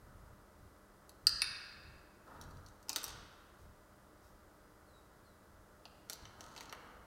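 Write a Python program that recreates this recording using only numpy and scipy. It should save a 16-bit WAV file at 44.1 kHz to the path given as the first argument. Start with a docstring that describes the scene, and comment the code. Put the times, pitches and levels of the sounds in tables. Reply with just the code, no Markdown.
"""A metal training clicker is pressed and released at a plastic table in a bare, echoing room.
Its steel tongue buckles in and back, ringing with the case. A second person picks a plastic button
from a pile, which clatters and knocks the tabletop; later buttons are set down and slid.
Sleeves brush, hands land, two faint squeaks pass. Under it: ventilation, mains hum, a low rumble."""
import sys
import numpy as np
from scipy import signal
from scipy.fft import rfft, irfft, next_fast_len
from scipy.io import wavfile
from scipy.ndimage import uniform_filter1d

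SR = 44100
rng = np.random.default_rng(int(sys.argv[2]) if len(sys.argv) > 2 else 0)


def put_to_file(sound):
    """Save the sound as 16-bit audio at rate SR, in the file named by the first command-line argument."""
    columns = np.atleast_2d(sound).T  # one column per channel
    safe = np.clip(columns, -1, 1)
    whole_steps = np.round(safe * 32767)
    wavfile.write(sys.argv[1], SR, whole_steps.astype(np.int16))


N = 311346
TIME = np.arange(N) / SR

# Button modes: whole-body flex, clack, edge tick. Each row: frequency in Hz, level in dB, t60 in seconds.
FLEX_MODES = [(2160, -8.5, 0.0035), (2593, -1.5, 0.0036), (2879, 0.5, 0.0035)]
CLACK_MODES = [(3690, -9, 0.004), (4540, 2, 0.0032), (5170, 2, 0.0023), (5930, 0, 0.0033),
               (6760, -9, 0.0016)]
EDGE_MODES = [(7800, -0.5, .002), (9300, 0.5, 0.0023), (10670, 2, 0.0014), (12300, -2.5, 0.0018),
              (14110, -3.5, 0.0017)]


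def clicker():
    """The steel tongue snaps in, then back. Returns the direct sound and the room feed."""
    # Tongue and case modes, bent and relaxed.
    # Each row: frequency in Hz, level in dB, t60 in seconds, extra room feed in dB.
    bent_modes = [(1420, -33, 0.0077, 11), (1685, -29.5, 0.0056, 10.5), (2832, -18.5, 0.003, -1),
                  (4345, -11.5, 0.011, 3), (4763, 0, 0.0067, 1.5), (5830, -18, 0.0052, 6),
                  (6830, -24, .004, 6.5), (8600, -7, .0017, 2), (9360, -19, 0.0036, 5.5),
                  (12700, -13.5, .0016, 0)]
    relaxed_modes = [(1350, -22.5, 0.003, 0.5), (1696, -16, 0.0031, 9.5), (2270, -13.5, 0.0088, 0.5),
                     (2554, -6.5, 0.0066, -1), (3720, -15.5, 0.015, 4), (4400, -6.5, 0.0031, 2),
                     (4750, 0, 0.0034, 2.5), (5530, -22, 0.0069, 12), (9500, -4, 0.0034, 5),
                     (11200, -14, 0.0017, 6)]
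    press = snap(bent_modes, start_s=1.2689, level_db=-11.5, crack_db=-20.5, crack_t60_s=.031)
    release = snap(relaxed_modes, start_s=1.4191, level_db=-19, crack_db=-21, crack_t60_s=.02)
    return press + release


def snap(modes, start_s, level_db, crack_db, crack_t60_s):
    """The tongue buckles and rings; the case recoils in opposite phase."""
    case_top_hz = 3250   # lower modes belong to the case
    direct, room_feed = np.zeros(N), np.zeros(N)
    rasp = from_db(level_db + crack_db) * crack(crack_t60_s)
    add(direct, start_s, rasp)
    add(room_feed, start_s, rasp)
    for hz, mode_db, t60_s, room_db in modes:
        tone = np.sign(hz - case_top_hz) * from_db(level_db + mode_db) * bloom(hz, t60_s)
        add(direct, start_s, tone)
        add(room_feed, start_s, from_db(room_db) * tone)
    radiation = signal.butter(3, 900, "high", fs=SR, output="sos")   # a small plate radiates little bass
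    return signal.sosfilt(radiation, np.array([direct, room_feed]) + 1e-18)


def crack(t60_s):
    """Brief broadband rasp of a hard contact."""
    t = TIME[:SR // 4]
    return np.diff(rng.standard_normal(len(t) + 1)) / 2 * decay(t, t60_s)


def bloom(hz, t60_s):
    """A tongue mode drives the case at the same pitch: it swells to height 1, then dies."""
    age = np.log(1000) * TIME[:SR // 4] / t60_s
    return np.e * age * ring(hz, t60_s)


def buttons():
    """Each touch knocks the tabletop and rings the button."""
    # Each row: start in seconds, clack in dB, brightness in dB, table knock in dB.
    touches = [(1.094, -59.5, 9.5, -69.5), (2.4133, -53, 2.5, -85), (2.5094, -66.5, 2, -82),
               (2.5708, -66.5, -6.5, -83), (2.663, -58.5, -5, -80), (2.686, -64.5, 3, -82),
               (2.828, -68.5, 9, -78.5), (2.885, -56, 0, -62), (2.8939, -35, 2, -51.5),
               (2.9007, -55, -11, -53), (2.9306, -43.5, 2.5, -60.5), (2.9608, -33, 3, -43),
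               (2.971, -56, 14, -61), (3.0323, -58.5, 18, -56), (3.0412, -40.5, 7.5, -55.5),
               (3.0801, -51.5, 7, -56.5), (5.8543, -54, -7.5, -58), (6.0984, -43, 6.5, -51.5),
               (6.1322, -47, 5, -61.5), (6.2542, -58, -14, -59.5), (6.4076, -51, -0.5, -57.5),
               (6.5634, -58, -8, -58.5), (6.5778, -50.5, -6, -58), (6.6078, -51.5, 1, -53.5),
               (6.6956, -54, -10, -70), (6.7262, -52, 3.5, -47.5)]
    # Each row: frequency in Hz, level in dB, t60 in seconds.
    tabletop_modes = [(246.6, -11, 0.023), (460, -8, 0.02), (693.3, -1, .013), (889, 0, 0.0095),
                      (1120, 0, 0.014), (1550, -0.5, 0.0049)]
    out = np.zeros(N)
    for start_s, clack_db, bright_db, knock_db in touches:
        # Flex follows the knock; a bright, edge-on touch ticks more and flexes less.
        flex_db = knock_db - .5 - .4 * bright_db
        tick_db = clack_db - 7.5 + bright_db
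        add(out, start_s, from_db(knock_db) * strike(tabletop_modes, chatter=.9, chatter_t60_s=.04))
        add(out, start_s, from_db(flex_db) * strike(FLEX_MODES, chatter=.7, chatter_t60_s=.04))
        add(out, start_s, from_db(clack_db) * strike(CLACK_MODES, chatter=.8, chatter_t60_s=.0254))
        add(out, start_s, from_db(tick_db) * strike(EDGE_MODES, chatter=.9, chatter_t60_s=.025))
    return out


def strike(modes, chatter, chatter_t60_s):
    """One blow, then rough chatter; mode levels and pitches vary. Energy of 5 ms at rms 1."""
    rings = 0
    for k, (hz, db, t60_s) in enumerate(modes):
        gain = from_db(db + rng.normal(0, 2.1))
        detune = np.exp(rng.normal(0, .035))
        rings = rings + (-1) ** k * gain * ring(hz * detune, t60_s)
    t = TIME[:SR // 25]
    force = rng.standard_normal(len(t)) * decay(t, chatter_t60_s)
    force *= chatter / np.linalg.norm(force)
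    force[0] += 1   # the blow
    radiation = signal.butter(2, .94 * modes[0][0], "high", fs=SR, output="sos")
    sound = signal.sosfilt(radiation, signal.fftconvolve(rings, force))
    return sound * np.sqrt(.005 * SR) / np.linalg.norm(sound)


def scrapes(slips_per_s, uneven_db):
    """Pushed buttons catch and slip; each tiny slip rings their modes."""
    # Each row: start in seconds, length in seconds, level in dB.
    pushes = [(2.41, 0.036, -66.5), (2.65, 0.027, -81), (2.95, 0.15, -57), (6.09, 0.033, -56),
              (6.39, 0.17, -70), (6.55, 0.082, -60.5)]
    slips = (rng.random(N) < slips_per_s / SR) * from_db(uneven_db * rng.standard_normal(N))
    slips *= rng.choice([-1, 1], N)
    body = sum(from_db(db) * strike(modes, chatter=.36, chatter_t60_s=.0083)
               for modes, db in ((FLEX_MODES, -4), (CLACK_MODES, 0), (EDGE_MODES, -6)))
    grit = signal.fftconvolve(slips, body)[:N]
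    return strokes(pushes, attack_s=.0063, release_s=.023) * grit / grit.std()


def handling():
    """Arms and buttons slide on the tabletop, sleeves brush, hands land softly."""
    # Each row: start in seconds, length in seconds, level in dB.
    slides = [(0.01, 0.26, -74.5), (2.25, 0.14, -61), (2.85, 0.34, -69.5), (6.16, 0.26, -70),
              (6.37, 0.54, -65.5)]
    brushes = [(3.57, 0.043, -76), (4.21, .07, -75)]
    # Friction spectra. Each row: frequency in Hz, relative density in dB.
    slide_colour = [(150, -5.5), (400, -4.5), (800, -5), (1300, 1.5), (1700, -6), (2200, -23.5),
                    (4000, -22), (8000, -28.5), (15000, -30.5)]
    brush_colour = [(1000, -12), (3000, -8), (5500, 2), (8000, -6), (15000, -7)]
    # Each row: start in seconds, level in dB, frequency in Hz, t60 in seconds.
    hand_thuds = [(2.452, -47, 85, .05), (6.224, -48, 95, .05)]
    out = strokes(slides, attack_s=.025, release_s=.12) * noise(slide_colour)
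    out += strokes(brushes, attack_s=.026, release_s=.04) * noise(brush_colour)
    for start_s, db, hz, t60_s in hand_thuds:
        add(out, start_s, from_db(db) * ring(hz, t60_s))
    return out


def squeaks(fall_s, octave_db):
    """A thin, wavering tone and its octave swell, glide down and fade."""
    # Each row: start in seconds, length in seconds, first and last pitch in Hz, level in dB.
    glides = [(4.849, 0.12, 4450, 3870, -75.5), (5.225, 0.04, 4530, 3900, -73.5)]
    out = np.zeros(N)
    waver = 1 + .014 * noise([(30, 0), (60, -3.5), (200, -17), (1000, -55)])
    for start_s, length_s, first_hz, last_hz, db in glides:
        fall = arch(np.minimum((TIME - start_s) / fall_s, 1) / 2)
        pitch_hz = (first_hz + (last_hz - first_hz) * fall) * waver
        phase = 2 * np.pi * np.cumsum(pitch_hz) / SR
        tone = np.sin(phase) + from_db(octave_db) * np.sin(2 * phase)
        out += strokes([(start_s, length_s, db)], attack_s=.054, release_s=.049) * tone
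    return out


def reflections(x):
    """Direct sound plus first echoes off table and walls."""
    # Each row: delay in seconds, level in dB.
    echoes = [(.0021, -20), (.0068, -15), (.0095, -17.5), (0.024, -16)]
    out = x.copy()
    for delay_s, db in echoes:
        add(out, delay_s, from_db(db) * x)
    return out


def room(x, scatter_t60_s, build_s):
    """Quick scatter off nearby things, then a tail that builds up and dies sooner in the treble."""
    # Each row: frequency in Hz, early scatter in dB, late tail in dB, tail t60 in seconds.
    diffuse_field = [(198.8, 0, 4, 0.99), (1495, -3, 1, 1.83), (2720, -4.5, -3, 1.4),
                     (4620, -8.5, -8, 1.05), (7050, -10, -13, 0.824), (10000, -13.5, -16.5, 0.6),
                     (15000, -8.5, -22.5, .42)]
    t = TIME[:SR * 3 // 2]
    hz = np.arange(len(t) // 2 + 1) * SR / len(t)
    white, response = rfft(rng.standard_normal(len(t))), 0
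    edges_hz = np.geomspace(40, SR / 2, 28)
    for low, high in zip(edges_hz, edges_hz[1:]):
        early_db, late_db, t60_s = (at_hz(diffuse_field, np.sqrt(low * high), k) for k in (1, 2, 3))
        early = decay(t, scatter_t60_s) * (t > .002)
        late = decay(t, t60_s) * (1 - np.exp(-t / build_s))
        early *= from_db(early_db) / np.linalg.norm(early)
        late *= from_db(late_db) / np.linalg.norm(late)
        band = irfft(white * ((hz >= low) & (hz < high)), len(t))
        response = response + np.hypot(early, late) * band
    return signal.fftconvolve(x, response)[:N]


def rumble(floor_db):
    """Low noise that swells now and then and sinks back to its floor."""
    # Each row: middle in seconds, length in seconds, level in dB.
    swells = [(.19, 0.73, -58), (.64, 0.21, -58), (1.32, 0.27, -54), (1.487, 0.22, -59),
              (1.89, 0.44, -58.5), (2.534, 0.64, -55), (3.156, 0.35, -56.5), (3.664, .28, -58),
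              (4.332, 0.47, -66.5), (4.97, .3, -70), (5.57, 0.22, -63), (6.985, 0.13, -60)]
    # Each row: frequency in Hz, relative density in dB.
    rumble_colour = [(20, -6), (40, -0.5), (70, -1.5), (110, -5.5), (160, -11.5), (300, -26.5), (600, -50)]
    swell_power = sum((from_db(db) * arch((TIME - middle_s) / length_s + .5)) ** 2
                      for middle_s, length_s, db in swells)
    low = noise(rumble_colour)
    low /= np.sqrt(uniform_filter1d(low ** 2, SR // 8))   # steady the level
    return np.sqrt(from_db(floor_db) ** 2 + swell_power) * low


def mains_hum():
    """Faint steady tones at random phases."""
    # Each row: frequency in Hz, rms level in dB.
    tones = [(199.2, -76), (301.5, -78.5), (602.9, -77), (1981, -85.5), (4947, -91.5), (8904, -96)]
    return sum(from_db(db) * np.sqrt(2) * np.sin(2 * np.pi * (hz * TIME + rng.random()))
               for hz, db in tones)


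def ventilation(level_db):
    """Steady rush of air."""
    # Each row: frequency in Hz, relative density in dB.
    air_colour = [(59, -34.5), (100, -10.5), (132, -14.5), (206, -6.5), (266, -10), (302, -5.5), (524, -7),
                  (608, -7.5), (784, -10.5), (1360, -8), (2470, -26.5), (3940, -26.5), (7140, -27.5),
                  (11900, -28.5), (16000, -32)]
    return from_db(level_db) * noise(air_colour)


def from_db(db):
    """Decibels to gain."""
    return 10 ** (np.asarray(db) / 20)


def at_hz(rows, hz, column=1):
    """One column of a spectrum, read on a log-frequency axis."""
    rows = np.array(rows)
    return np.interp(np.log(np.maximum(hz, 1)), np.log(rows[:, 0]), rows[:, column])


def noise(colour):
    """Noise of rms 1, shaped by (Hz, dB) points."""
    size = next_fast_len(N)
    hz = np.arange(size // 2 + 1) * SR / size
    x = irfft(rfft(rng.standard_normal(size)) * from_db(at_hz(colour, hz)), size)[:N]
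    return x / x.std()


def decay(t, t60_s):
    """Exponential fall, 60 dB per t60_s."""
    return np.exp(-np.log(1000) * t / t60_s)


def ring(hz, t60_s):
    """A struck mode: a unit sine dying away."""
    t = TIME[:SR // 4]
    return np.sin(2 * np.pi * hz * t) * decay(t, t60_s)


def strokes(rows, attack_s, release_s):
    """Gain of a series of movements: each sets in, lasts its length and dies away."""
    power = 0
    for start_s, length_s, db in rows:
        age_s = TIME - start_s
        attack = np.clip(age_s / attack_s, 0, 1)
        release = np.exp(-np.clip((age_s - length_s) / release_s, 0, 20))
        power = power + (from_db(db) * attack * release) ** 2
    return np.sqrt(power)


def arch(share):
    """Smooth rise and fall as share goes from 0 to 1."""
    return np.sin(np.pi * np.clip(share, 0, 1)) ** 2


def add(track, start_s, sound):
    """Mix a sound into a track."""
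    start = int(round(start_s * SR))
    track[start:start + len(sound)] += sound[:N - start]


def scene():
    """Clicker and table sounds in the room, over the background; mono."""
    click, click_feed = clicker()
    table = buttons() + scrapes(slips_per_s=350, uneven_db=5.5) + handling()
    table += squeaks(fall_s=.092, octave_db=-7)
    reverb = room(click_feed + from_db(.5) * table, scatter_t60_s=.06005, build_s=.01)
    background = rumble(floor_db=-67.5) + mains_hum() + ventilation(level_db=-64.5)
    return (reflections(click + table) + reverb + background)[None]


def record(dry):
    """The recorder drops the deepest bass and cuts the top."""
    low_hz, high_hz = 20, 15850
    dry = signal.sosfilt(signal.butter(2, low_hz, "high", fs=SR, output="sos"), dry)
    return signal.sosfilt(signal.ellip(10, .1, 80, high_hz, fs=SR, output="sos"), dry)


dry = scene()
out = record(dry)
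put_to_file(out)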